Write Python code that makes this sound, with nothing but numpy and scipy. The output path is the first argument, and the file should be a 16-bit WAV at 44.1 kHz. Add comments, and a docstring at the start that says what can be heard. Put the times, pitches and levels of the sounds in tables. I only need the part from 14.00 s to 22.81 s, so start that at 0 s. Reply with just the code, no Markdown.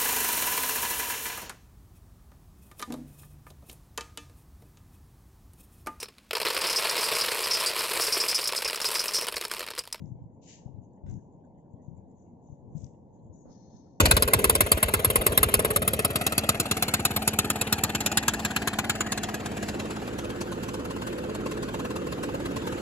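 """Leaf blower at idle

A small four-stroke engine idles unevenly outdoors; most strong firings are followed by a weak one.
Each pop is a burst of gas that hisses, barks, thumps and rings the muffler shell. A hand-held
microphone pair starts at the exhaust, where the gas jet buffets it, and moves round the housing
to the handle, where the roar and hum of the fan cover the muffled exhaust."""
import sys
import numpy as np
from scipy import signal
from scipy.io import wavfile
from scipy.ndimage import uniform_filter1d

SR = 44100
rng = np.random.default_rng(int(sys.argv[2]) if len(sys.argv) > 2 else 0)


def transcribe(signal):
    """Save signal, clipped to [-1, 1], as a 16-bit WAV file at the path in sys.argv[1]."""
    frames = np.atleast_2d(signal).T
    limited = np.clip(frames, -1, 1)
    pcm = np.round(limited * 32767).astype(np.int16)
    wavfile.write(sys.argv[1], SR, pcm)


N = 388504
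TIME = np.arange(N) / SR

# The groove, set by the firings that catch well: (time [s], hiss level [dB])
FIRINGS = [(0, -17.5), (0.053, -18), (0.1088, -11.5), (0.1644, -17.5), (0.2206, -15.5), (0.274, -22),
           (0.3322, -10), (.44, -12.5), (.494, -14), (0.5493, -17.5), (0.6044, -11), (0.715, -9.5),
           (.826, -12.5), (0.8811, -27.5), (0.936, -14), (1.044, -11.5), (1.099, -21), (1.155, -11.5),
           (1.2628, -12.5), (1.3732, -11), (1.4282, -11), (1.538, -11.5), (1.59, -20.5), (1.645, -18.5),
           (1.7022, -22), (1.759, -15), (1.817, -24.5), (1.8747, -15.5), (1.9317, -21), (1.989, -22.5),
           (2.0452, -15.5), (2.1542, -19), (2.209, -28.5), (2.263, -18.5), (2.3195, -26.5), (2.377, -16),
           (2.488, -15.5), (2.597, -18.5), (2.7096, -18.5), (2.766, -29), (2.8218, -18), (2.8791, -26.5),
           (2.936, -16.5), (3.049, -15), (3.1605, -19), (3.274, -14), (3.386, -14.5), (3.4989, -19.5),
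           (3.6099, -19), (3.7232, -16.5), (3.8341, -19), (3.9469, -24), (4.0024, -27.5), (4.0591, -19.5),
           (4.1132, -28), (4.1702, -15.5), (4.2786, -16.5), (4.3337, -27.5), (4.447, -21.5), (4.56, -22),
           (4.6715, -20.5), (4.785, -23.5), (4.8939, -19.5), (5.004, -24), (5.1179, -25.5), (5.173, -32),
           (5.231, -28.5), (5.285, -39), (5.34, -32), (5.456, -35), (5.567, -40.5), (5.6835, -35),
           (5.7953, -37.5), (5.9044, -40), (6.1847, -39), (6.242, -44), (6.297, -43), (6.4097, -36.5),
           (6.5186, -42), (6.6301, -41.5), (6.7381, -39), (6.848, -45), (6.9042, -43.5), (7.017, -42),
           (7.069, -38.5), (7.18, -45.5), (7.236, -49), (7.347, -41), (7.4595, -42), (7.5126, -40),
           (7.57, -47.5), (7.626, -40.5), (7.739, -41.5), (7.8481, -44), (7.903, -43.5), (7.9586, -40.5),
           (8.067, -45.5), (8.1208, -40), (8.2316, -36), (8.3425, -43.5), (8.454, -40), (8.5625, -37.5),
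           (8.669, -38.5), (8.721, -44)]


def cycles(spacing_s=.0555):
    """Start of every engine cycle, filled in evenly between good firings, and the good ones' indices."""
    good_s = np.transpose(FIRINGS)[0]
    good = np.append(0, np.cumsum(np.round(np.diff(good_s) / spacing_s))).astype(int)
    starts = np.interp(np.arange(good[-1] + 1), good, good_s)
    return np.append(starts, good_s[-1] + spacing_s), good


# Weight of a typical good firing: (time [s], bark level [dB], thump level [dB])
POP_BODY = [(0, -12, -20), (.17, -14, -20.5), (.25, -17.5, -29), (1.5, -17.5, -27.5), (1.9, -22, -27),
            (2.4, -21, -25), (3.7, -18, -25), (4.1, -20.5, -27.5), (4.4, -19, -31), (4.9, -18, -27),
            (5.4, -30, -31), (5.8, -28, -33), (6.4, -32.5, -35), (7.2, -33, -38), (8.81, -30.5, -33)]


def pops():
    """Time and hiss, bark and thump level of each pop; bark and thump partly follow its strength."""
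    pop_s, good = cycles()
    good_s, good_db = np.transpose(FIRINGS)
    usual_db = np.interp(pop_s, good_s, uniform_filter1d(good_db, size=7, mode="nearest"))
    hiss_luck, bark_luck, thump_luck = rng.standard_normal((len(pop_s), 3)).T
    far = at_handle(pop_s)
    # Weak firings sit under their good neighbours, less deeply and less evenly at the handle.
    accent_db = np.minimum(-16 + 7.5 * far + (1 - 6.5 * far) * hiss_luck, 0)
    accent_db[good] = good_db - usual_db[good]
    bark_db = column(POP_BODY, 1, pop_s) + 0.64 * accent_db + bark_luck
    thump_db = column(POP_BODY, 2, pop_s) + 0.2 * accent_db + 2 * thump_luck
    return pop_s, usual_db + accent_db, bark_db, thump_db


def on_pops(gains, shape):
    """Triggers one shape on every pop, each with its own gain."""
    triggers = np.zeros(N, gains.dtype)
    triggers[np.round(cycles()[0] * SR).astype(int)] = gains
    return signal.oaconvolve(triggers, shape)[:N]


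def accent(db):
    """How far each pop stands above its neighbours, in dB."""
    return db - uniform_filter1d(db, size=9)


def puff(rise_s, fall_s):
    """Envelope of a gas burst, peak 1."""
    t = np.arange(4000) / SR
    shape = (1 - np.exp(-t / rise_s)) ** 4 * np.exp(-t / fall_s)
    return shape / shape.max()


def jet(gas, db, burst_shape, push_db, follow, push_s, end_s):
    """Noise in a sudden blow-down burst, then a slower piston push that only partly follows the accent."""
    t = np.arange(2500) / SR
    accent_db, far = accent(db), at_handle(cycles()[0])
    weak_db = np.minimum(accent_db, 0)  # a weak firing leaves little pressure to blow down
    burst_db = db + weak_db - 1.5 * far  # the housing softens the burst at the handle
    burst = on_pops(amp(burst_db), burst_shape)
    spike_shape = np.exp(-((t - .0045) / .0012) ** 2)  # the valve flow peaks in a short snap
    spike = on_pops((1 - far) * amp(burst_db + weak_db + 3), spike_shape)
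    stroke = np.sin(np.pi / 2 * np.minimum(t / push_s, 1)) ** 2
    stroke *= np.exp(-np.maximum(t - 2 * push_s, 0) / end_s)
    push = on_pops(amp(db - (1 - follow) * accent_db + push_db), stroke)
    # Behind the housing each burst arrives scattered, as a smear that opens just ahead of it.
    smear = on_pops(far * amp(db - 4.5), puff(rise_s=0.0035, fall_s=0.013))
    early = round(0.0069 * SR)
    smear = np.pad(smear[early:], (0, early))
    spits = amp(6.6 * uniform_filter1d(rng.standard_normal(N), size=49))  # turbulence breaks up the jet
    return gas * np.sqrt(burst ** 2 + spike ** 2 + push ** 2 + smear ** 2) * spits


# Gas EQ, one curve each for exhaust, side and handle: (frequency [Hz], level [dB])
GAS_EQ = [
    [(250.0, -13), (330, -3.5), (430, 14.5), (560, -1), (660, -5), (817.0, -11.5), (1250.0, -7),
     (2500, -13.5), (3000, -12), (3700, -6.5), (4800, -11.5), (5500, -12.5), (6000, -24), (6700, -11.5),
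     (7580.0, -11.5), (8490.0, 7), (11300.0, 8.5), (15300.0, -3.5), (16200.0, -48), (16700.0, -53)],
    [(250.0, 3), (535.0, -13.5), (690.0, -8.5), (1280.0, -5.5), (2120, -8.5), (2600.0, -5.5), (4050.0, 0),
     (4300, -0.5), (5650, -2.5), (6400, 1), (7250.0, 10.5), (8200, 1), (10900.0, 0.5), (15300.0, -6),
     (16200.0, -37), (16700.0, -40)],
    [(250, -57), (350, -10.5), (540, 10.5), (640, -5), (790, -12), (1070, -9.5), (1520, -9), (2100, -16),
     (2750, -18), (5400, -29.5), (8250, -23), (11300, -25), (16700, -52)],
]
# Fader on the rasp, the lower part of the hiss: (time [s], gain [dB])
RASP_FADER = [(0, 1.5), (.8, -2), (1.5, -3), (2.3, 2.5), (3.2, -3), (4, 1), (4.7, -2.5), (5.3, 4.5), (6, 5),
              (7, 3.5), (8.81, 3.5)]


def exhaust_hiss(pop_s, hiss_db, split_hz=6600):
    """Top end of the escaping gas: a rasp, a shorter bright snap, and a valve tick after each pop."""
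    gas = noise(GAS_EQ, 3000, 20000, flicker_db=4.5)
    dull = signal.sosfiltfilt(signal.butter(4, split_hz, fs=SR, output="sos"), gas)
    bright = gas - dull
    rasp_db = hiss_db + column(RASP_FADER, 1, pop_s) - 2
    rasp = jet(dull, rasp_db, puff(0.0026, 0.0081), push_db=-2, follow=0.6, push_s=0.0063, end_s=0.0036)
    snap = jet(bright, hiss_db - 2.5, puff(0.0017, 0.004),
               push_db=-4.5, follow=0.39, push_s=0.0065, end_s=0.0038)
    near = np.clip(1.1 - place_at(pop_s), 0, .5)
    casing_db = column(BED_FADERS, 2, pop_s)
    tick = on_pops(near * amp(casing_db + 3), puff(rise_s=.001, fall_s=0.003))
    tick_delay = round(0.032 * SR)
    return rasp + snap + bright * np.pad(tick, (tick_delay, 0))[:N]


def exhaust_body(pop_s, bark_db):
    """Midrange of the escaping gas: a hard bark over the steadier throb of the muffler."""
    bark = jet(noise(GAS_EQ, 944, 2700, flicker_db=3), bark_db - 10, puff(0.0019, 0.01),
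               push_db=-1, follow=0.17, push_s=0.0074, end_s=0.0044)
    throb_db = column(BED_FADERS, 3, pop_s) + 0.24 * accent(bark_db) + 0.16
    throb = jet(noise(GAS_EQ, 330, 890, flicker_db=4.5), throb_db, puff(0.001, 0.0058),
                push_db=-3.5, follow=0.44, push_s=0.0096, end_s=0.0039)
    return bark + throb


def exhaust_thump(thump_db):
    """Low punch of the pressure pulse; its pitch drops as the muffler empties."""
    t = np.arange(2500) / SR
    turns = 75 * t + 1.5 * (1 - np.exp(-t / .0055))  # dives from about 350 to 75 Hz
    envelope = (1 - np.exp(-t / 0.00051)) ** 2 * np.exp(-(t / 0.022) ** 2)
    thump = envelope * np.cos(2 * np.pi * (turns - .15))
    return pan(on_pops(amp(thump_db - 0.5), thump))


# Modes of the muffler shell and cylinder fins:
# (frequency [Hz], t60 [s], level at exhaust [dB], at grille [dB], at side [dB], at handle [dB])
SHELL_MODES = [(891, 0.041, -16, -12, -23, 2.5), (1058, 0.035, 1.5, -10, -22, 5.5),
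               (1259, 0.023, 3, 6, 3, -1), (1452, 0.022, -15, 1.5, 5.5, -13),
               (1648, 0.037, -8, -23, 5, -12), (2073, 0.027, 4.5, -21, -20, -28.5),
               (2571, 0.029, -6, 3, -9.5, -20), (2706, 0.039, -4.5, -19, -7, -3),
               (3270, .03, -2, -2, -43, -18), (3524, 0.033, -15, -5, -5.5, -30),
               (3694, 0.034, -12, -1, -12, -17), (4210, 0.049, -16.5, -2, -11.5, -14)]


def shell_ring(pop_s, bark_db, scatter=.35):
    """Each firing rings the metal, every mode with a strength and phase of its own."""
    t, out = np.arange(3000) / SR, np.zeros((2, N))
    place, far = place_at(pop_s), at_handle(pop_s)
    strikes = 1 + rng.standard_normal((len(pop_s), len(SHELL_MODES), 2)) @ [scatter, 1j * scatter]
    strikes *= np.exp(2j * np.pi * rng.random(strikes.shape))
    spreads = np.exp(1.2j * far * rng.standard_normal(strikes.shape).T)  # wider image at the handle
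    for (hz, t60, *place_db), strike, spread in zip(SHELL_MODES, strikes.T, spreads):
        mode_db = np.interp(place, [.25, .76, 1.15, 1.7], place_db)  # exhaust, grille, side, handle
        gains = strike * amp(bark_db + 3 + 0.5 * far + mode_db + ground_echo_db(hz, pop_s))
        ring = amp(-60 * t / t60) * (1 - np.exp(-t / 0.0046)) ** 2 * np.exp(2j * np.pi * hz * t)
        lean = left_gain(np.array([hz]), pop_s)[0]
        lag = np.exp(-1j * left_lead(np.array([hz]), pop_s)[0])
        out[0] += on_pops(gains * lean, ring).real
        out[1] += on_pops(gains * lag * spread / lean, ring).real
    return out


def buffet(pop_s, hiss_db):
    """The slug of gas from a strong firing hits the microphone a moment later as a falling low whump."""
    t, out = np.arange(-900, 1800) / SR, np.zeros(N + SR)
    levels_db = hiss_db + column(WALK, 3, pop_s)
    for at, db, (late, pitch, phase) in zip(pop_s, levels_db, rng.random((len(pop_s), 3))):
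        hz = 75 * (0.7 + .6 * pitch)
        whump = np.exp(-(t / .012) ** 2) * np.cos(2 * np.pi * (hz * t * (1 - 15 * t) + phase))
        start = round((at + 0.0141 + 0.0022 * late) * SR)
        out[start:start + len(t)] += amp(db) * whump
    return pan(out[:N])


# Fan and casing EQ, one curve each for exhaust, side and handle: (frequency [Hz], level [dB])
FAN_EQ = [
    [(40.0, 3), (89.9, 13.5), (305, 2.5), (380, 0), (430, 16.5), (560, -14), (650, -11.5), (904.0, -29),
     (2700.0, -29.5), (3800, -34.5), (4700, -43), (5500, -46), (6700, -39.5), (7650.0, -47), (8390.0, -40),
     (11100.0, -35.5), (16000.0, -56), (16700.0, -81)],
    [(40.0, -3), (152.0, -31), (179.0, 2.5), (228.0, -4.5), (290, -5.5), (556.0, -12), (769.0, -3),
     (1150.0, -16), (1870.0, -7.5), (2120.0, -14), (2700, -11), (3500, -22.5), (4600, -19), (5300, -26),
     (7200, -21), (9100.0, -28.5), (15400.0, -38), (16000.0, -66), (16700.0, -94)],
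    [(40, -15), (150, -6.5), (230, -6), (340, -3), (540, -11.5), (610, -28), (790, -23.5), (1150, -24.5),
     (1470, -22), (2200, -37), (2700, -31), (5700, -46), (6700, -41.5), (9100, -47), (15400, -54.5),
     (16700, -85)],
]
# Faders of the steady bed: (time [s], fan roar [dB], casing hiss [dB], muffler throb [dB])
BED_FADERS = [(0.0, -24.5, -32.5, -26), (0.19, -32.5, -39, -28), (0.44, -31, -37, -24),
              (0.78, -40, -39, -30.5), (1.37, -32.5, -38, -27), (2.45, -38.5, -41, -32),
              (4.39, -37.5, -42.5, -35), (5.6, -37, -45, -37), (6.87, -36.5, -46.5, -39),
              (8.46, -34, -46, -35), (8.81, -34.5, -43, -45)]


def fan():
    """Low roar of the impeller under the airy hiss of the casing."""
    roar = amp(column(BED_FADERS, 1, TIME) - 1.36) * noise(FAN_EQ, 20, 696, flicker_db=0.5)
    casing = amp(column(BED_FADERS, 2, TIME) + 0.9) * noise(FAN_EQ, 788, 21600, flicker_db=3.5)
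    return roar + casing


BLADE_ORDER = 12  # the impeller hums at this multiple of the firing rate
# Fader on the impeller hum: (time [s], level [dB])
HUM_FADER = [(0, -48), (1.5, -46), (1.9, -47.5), (2.3, -43), (2.9, -43), (3.5, -41), (4.0, -41.5),
             (4.3, -39.5), (4.9, -40.5), (5.5, -39.5), (6, -43), (6.4, -50), (7, -47.5), (7.5, -42),
             (8.0, -54), (8.4, -51), (8.8, -45.5)]


def impeller_hum(pop_s, hiss_db):
    """A tone and its octave follow the impeller; a strong firing jolts it and swells the hum."""
    accent_db = np.interp(TIME, pop_s, accent(hiss_db))
    phase = 2 * np.pi * BLADE_ORDER * crank(pop_s) + 0.05 * accent_db
    octave = amp(-18 + 24 * past_side(TIME)) * np.sin(2 * phase)
    level = np.sqrt(2) * amp(column(HUM_FADER, 1, TIME) + 0.05 * accent_db)
    return pan(level * (np.sin(phase) + octave))


# Harmonics 3 to 20 of the firing rate, skipping the impeller's: (level at side [dB], at handle [dB])
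ENGINE_HARMONICS = [(-50, -46), (-59.5, -53), (-55, -62), (-51.5, -50), (-55.5, -48.5), (-55, -50),
                    (-55, -51), (-48, -44), (-49, -53), (-65, -52), (-58, -47), (-46.5, -54), (-62, -67),
                    (-51, -52), (-50, -50), (-57, -44.5), (-54, -55)]


def engine_drone(pop_s):
    """Wavering tones on multiples of the firing rate."""
    turns, behind, tones = crank(pop_s), past_side(TIME), np.zeros(N)
    shield_db = 7 * np.clip(1 - place_at(TIME), 0, 1)  # the muffler shields the engine block
    orders = np.setdiff1d(np.arange(3, 21), BLADE_ORDER)
    for order, (side_db, handle_db) in zip(orders, ENGINE_HARMONICS):
        db = side_db + behind * (handle_db - side_db) - shield_db
        waver = np.interp(TIME, np.arange(100) / 10, rng.standard_normal(100))
        phase = 2 * np.pi * order * turns + order ** 2 + .2 * waver[::-1]
        tones += amp(db + 1.5 * waver) * np.sin(phase)
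    return pan(tones)


def crank(pop_s):
    """Engine cycles run so far; the flywheel evens the speed."""
    count = np.arange(len(pop_s))
    steady = np.polyfit(pop_s, count, deg=1)
    drift = uniform_filter1d(count - np.polyval(steady, pop_s), size=4)
    return np.polyval(steady, TIME) + uniform_filter1d(np.interp(TIME, pop_s, drift), size=3500)


# Resonances of the blower tube: (frequency [Hz], width [Hz], level [dB])
TUBE_MODES = [(281, 18, -46), (348.4, 11, -47), (427.5, 8.2, -51), (491, 13, -45), (552, 9.3, -60)]


def tube():
    """The air stream sounds the narrow resonances of the tube, heard at the handle."""
    air, out = rng.standard_normal(N), np.zeros(N)
    for hz, width, db in TUBE_MODES:
        bandpass = signal.butter(1, [hz - width / 2, hz + width / 2], "band", fs=SR, output="sos")
        band = signal.sosfilt(bandpass, air)
        out += amp(db) * band / band.std()
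    return pan(out * at_handle(TIME))


# The microphone move: (time [s], place [0 exhaust, 1 side, 2 handle], bearing [0 left, 1 ahead, 2 right],
# buffet gain [dB], ground comb spacing [Hz], comb depth [dB])
WALK = [(0, 0.9, 0.053, 4.5, 498, 3.5), (0.249, 0.34, 0, -10, 503, 2), (1.3, 0.26, 0.14, -10.5, 553, 0.5),
        (1.55, 0.31, 0.047, -10, 543, -0.5), (1.9, 0.25, 0.24, -16, 640, 4), (2.6, 0.75, 0.6, -76, 667, 3),
        (3.6, 0.71, 1.07, -48, 800, 0.5), (4.2, 1.04, 1.07, -61, 870, 1), (4.8, 1.06, 1.38, -57, 774, 1.5),
        (5.3, 1.14, 1.68, -62, 745, -2), (6, 1.62, 1.8, -71, 526, -0.5), (6.7, 1.79, 1.9, -42, 514, 1),
        (8.81, 1.78, 1.9, -16, 560, 0)]


def place_at(t):
    """Where the microphone is: 0 exhaust, 1 side, 2 handle."""
    return column(WALK, 1, t)


def past_side(t):
    """Crossfade from 0 at the side to 1 at the handle."""
    return np.clip(place_at(t) - 1, 0, 1)


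def at_handle(t):
    """Quicker crossfade, full halfway from the side to the handle."""
    return np.minimum(2 * past_side(t), 1)


def ground_echo_db(hz, t):
    """The echo off the ground lifts evenly spaced bands, which slide as the microphone moves."""
    reach = 1 / (1 + (400 / (hz + 1)) ** 8 + (hz / 4800) ** 8)
    return column(WALK, 5, t) * reach * np.cos(2 * np.pi * hz / column(WALK, 4, t))


# A moving, hollow EQ bell: (time [s], frequency [Hz], boost [dB])
HOLLOW_BELL = [(1.9, 585, 9.5), (2.4, 670, 4), (3.3, 794, 3), (3.9, 830, 7), (4.5, 746, 0), (5.3, 707, 11),
               (5.8, 670, 2)]


def hollow_db(hz, t, width_hz=80):
    """The gap between microphone and housing resonates."""
    detune = (hz - column(HOLLOW_BELL, 1, t)) / width_hz
    return column(HOLLOW_BELL, 2, t) * np.exp(-detune ** 2)


# Mono-ness of the noise, one curve each for exhaust, side and handle: (frequency [Hz], coherence [0-1])
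COHERENCE = [
    [(100, 0.82), (600, 1), (1000, 0.71), (3500, 0.4), (6000, 1), (8000, 0.94)],
    [(100, .995), (600, 0.99), (1500, 0.75), (3500, 0.56), (6000, 0.3), (8000, 1)],
    [(100, .97), (400, .92), (750, .6), (1300, .45), (2200, .3), (6500, .3), (8500, .96)],
]


def noise(eq, lo_hz, hi_hz, flicker_db):
    """A flickering band of stereo noise, rms 1, coloured and placed by the microphone move."""
    t, hz = np.arange(N // 256 + 5) * 256 / SR, np.fft.rfftfreq(1024, 1 / SR)
    left_re, left_im, wide_re, wide_im, flicker = rng.standard_normal((len(t), len(hz), 5)).T
    left, wide = left_re + 1j * left_im, wide_re + 1j * wide_im
    flicker = 6 * uniform_filter1d(uniform_filter1d(flicker, size=5, axis=0), size=7, axis=1)
    colour_db = blend(eq, hz, place_at(t)) + ground_echo_db(hz[:, None], t) + hollow_db(hz[:, None], t)
    band = 1 / np.sqrt((1 + (lo_hz / (hz + 1)) ** 8) * (1 + (hz / hi_hz) ** 8))
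    gain = amp(colour_db + flicker_db * flicker) * band[:, None]
    gain /= np.sqrt((gain ** 2).sum(0))
    mono = np.clip(blend(COHERENCE, hz, place_at(t)), 0, 1)
    right = mono * left * np.exp(-1j * left_lead(hz, t)) + np.sqrt(1 - mono ** 2) * wide
    lean = left_gain(hz, t)
    spectra = np.array([left * lean, right / lean]) * gain
    out = signal.istft(spectra, nperseg=1024, noverlap=768)[1][:, :N]
    return out / np.sqrt(np.mean(out ** 2))


# Balance, one curve each for exhaust, side and handle: (frequency [Hz], left over right [dB])
BALANCE = [
    [(60, 5), (150, 4.5), (380, -4), (950, 7.5), (2380, -0.5), (5980, 1), (15000, 0)],
    [(60, -4), (150, -3.5), (380, 2), (950, 2.5), (2380, 2.5), (5980, -1), (15000, 0)],
    [(60, -11), (240, -2.5), (950, 0.5), (3770, -0.5), (15000, -0.5)],
]


def left_gain(hz, t):
    """Half the balance goes to the left channel; the right takes the inverse."""
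    return amp(blend(BALANCE, hz, place_at(t)) / 2)


# Stereo phase, one curve each for bearing left, ahead and right: (frequency [Hz], left lead [turns])
STEREO_PHASE = [
    [(30, .03), (100, .06), (550, .08), (1100, .28), (1800, .5), (2300, 1), (3300, 1.5), (4200, 2),
     (5500, 2.35), (6700, 2.1)],
    [(30, -.02), (400, 0), (1000, .08), (1700, .2), (2100, .6), (2500, 1), (3300, 1.3), (4500, 1.5),
     (6700, 1.6)],
    [(30, -.03), (130, -.06), (300, -.12), (600, -.26), (1000, -.3), (1700, -.3), (2200, -.5), (3400, -.5),
     (4500, -.4)],
]


def left_lead(hz, t):
    """Radians by which the left microphone leads; the treble keeps one slope from every side."""
    turns = blend(STEREO_PHASE, hz, column(WALK, 2, t))
    treble_turns = (6900 - hz[:, None]) / 4400
    return 2 * np.pi * np.where(hz[:, None] < 6700, turns, treble_turns)


def pan(x, phase_hz=130., balance_hz=250.):
    """A low sound reaches one microphone before the other, and at a different level."""
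    at = np.arange(N)
    shift = left_lead(np.array([phase_hz]), TIME)[0] / (2 * np.pi * phase_hz) * SR / 2
    lean = left_gain(np.array([balance_hz]), TIME)[0]
    return np.array([lean * np.interp(at + shift, at, x), np.interp(at - shift, at, x) / lean])


def blend(curves, hz, position):
    """Morphs between three curves, read on a log frequency axis, as position runs from 0 to 2."""
    shares = np.clip(1 - abs(np.clip(position, 0, 2) - np.arange(3)[:, None]), 0, 1)
    spectra = [np.interp(np.log(hz + 1), np.log(f + 1), value) for f, value in map(np.transpose, curves)]
    return np.transpose(spectra) @ shares


def column(table, index, t):
    """One automation lane of a table at times t."""
    return np.interp(t, np.transpose(table)[0], np.transpose(table)[index])


def amp(db):
    return 10 ** (np.asarray(db) / 20)


def scene():
    """The mix: exhaust pops, their ring and buffet, over the bed of fan, engine and tube."""
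    pop_s, hiss_db, bark_db, thump_db = pops()
    exhaust = exhaust_hiss(pop_s, hiss_db) + exhaust_body(pop_s, bark_db) + exhaust_thump(thump_db)
    front = exhaust + shell_ring(pop_s, bark_db) + buffet(pop_s, hiss_db)
    return front + fan() + impeller_hum(pop_s, hiss_db) + engine_drone(pop_s) + tube()


def record(dry):
    """The microphone rolls off the bass and overloads softly; a steep low-pass trims the top."""
    ceiling, top_hz = .97, 16900
    thin = signal.sosfilt(signal.butter(2, 42, "high", fs=SR, output="sos"), dry)
    saturated = thin / (1 + (thin / ceiling) ** 4) ** .25
    lowpass = signal.firwin(511, top_hz, window=("kaiser", 9), fs=SR)
    return signal.oaconvolve(saturated, lowpass[None], "same")


dry = scene()
out = record(dry)
transcribe(out)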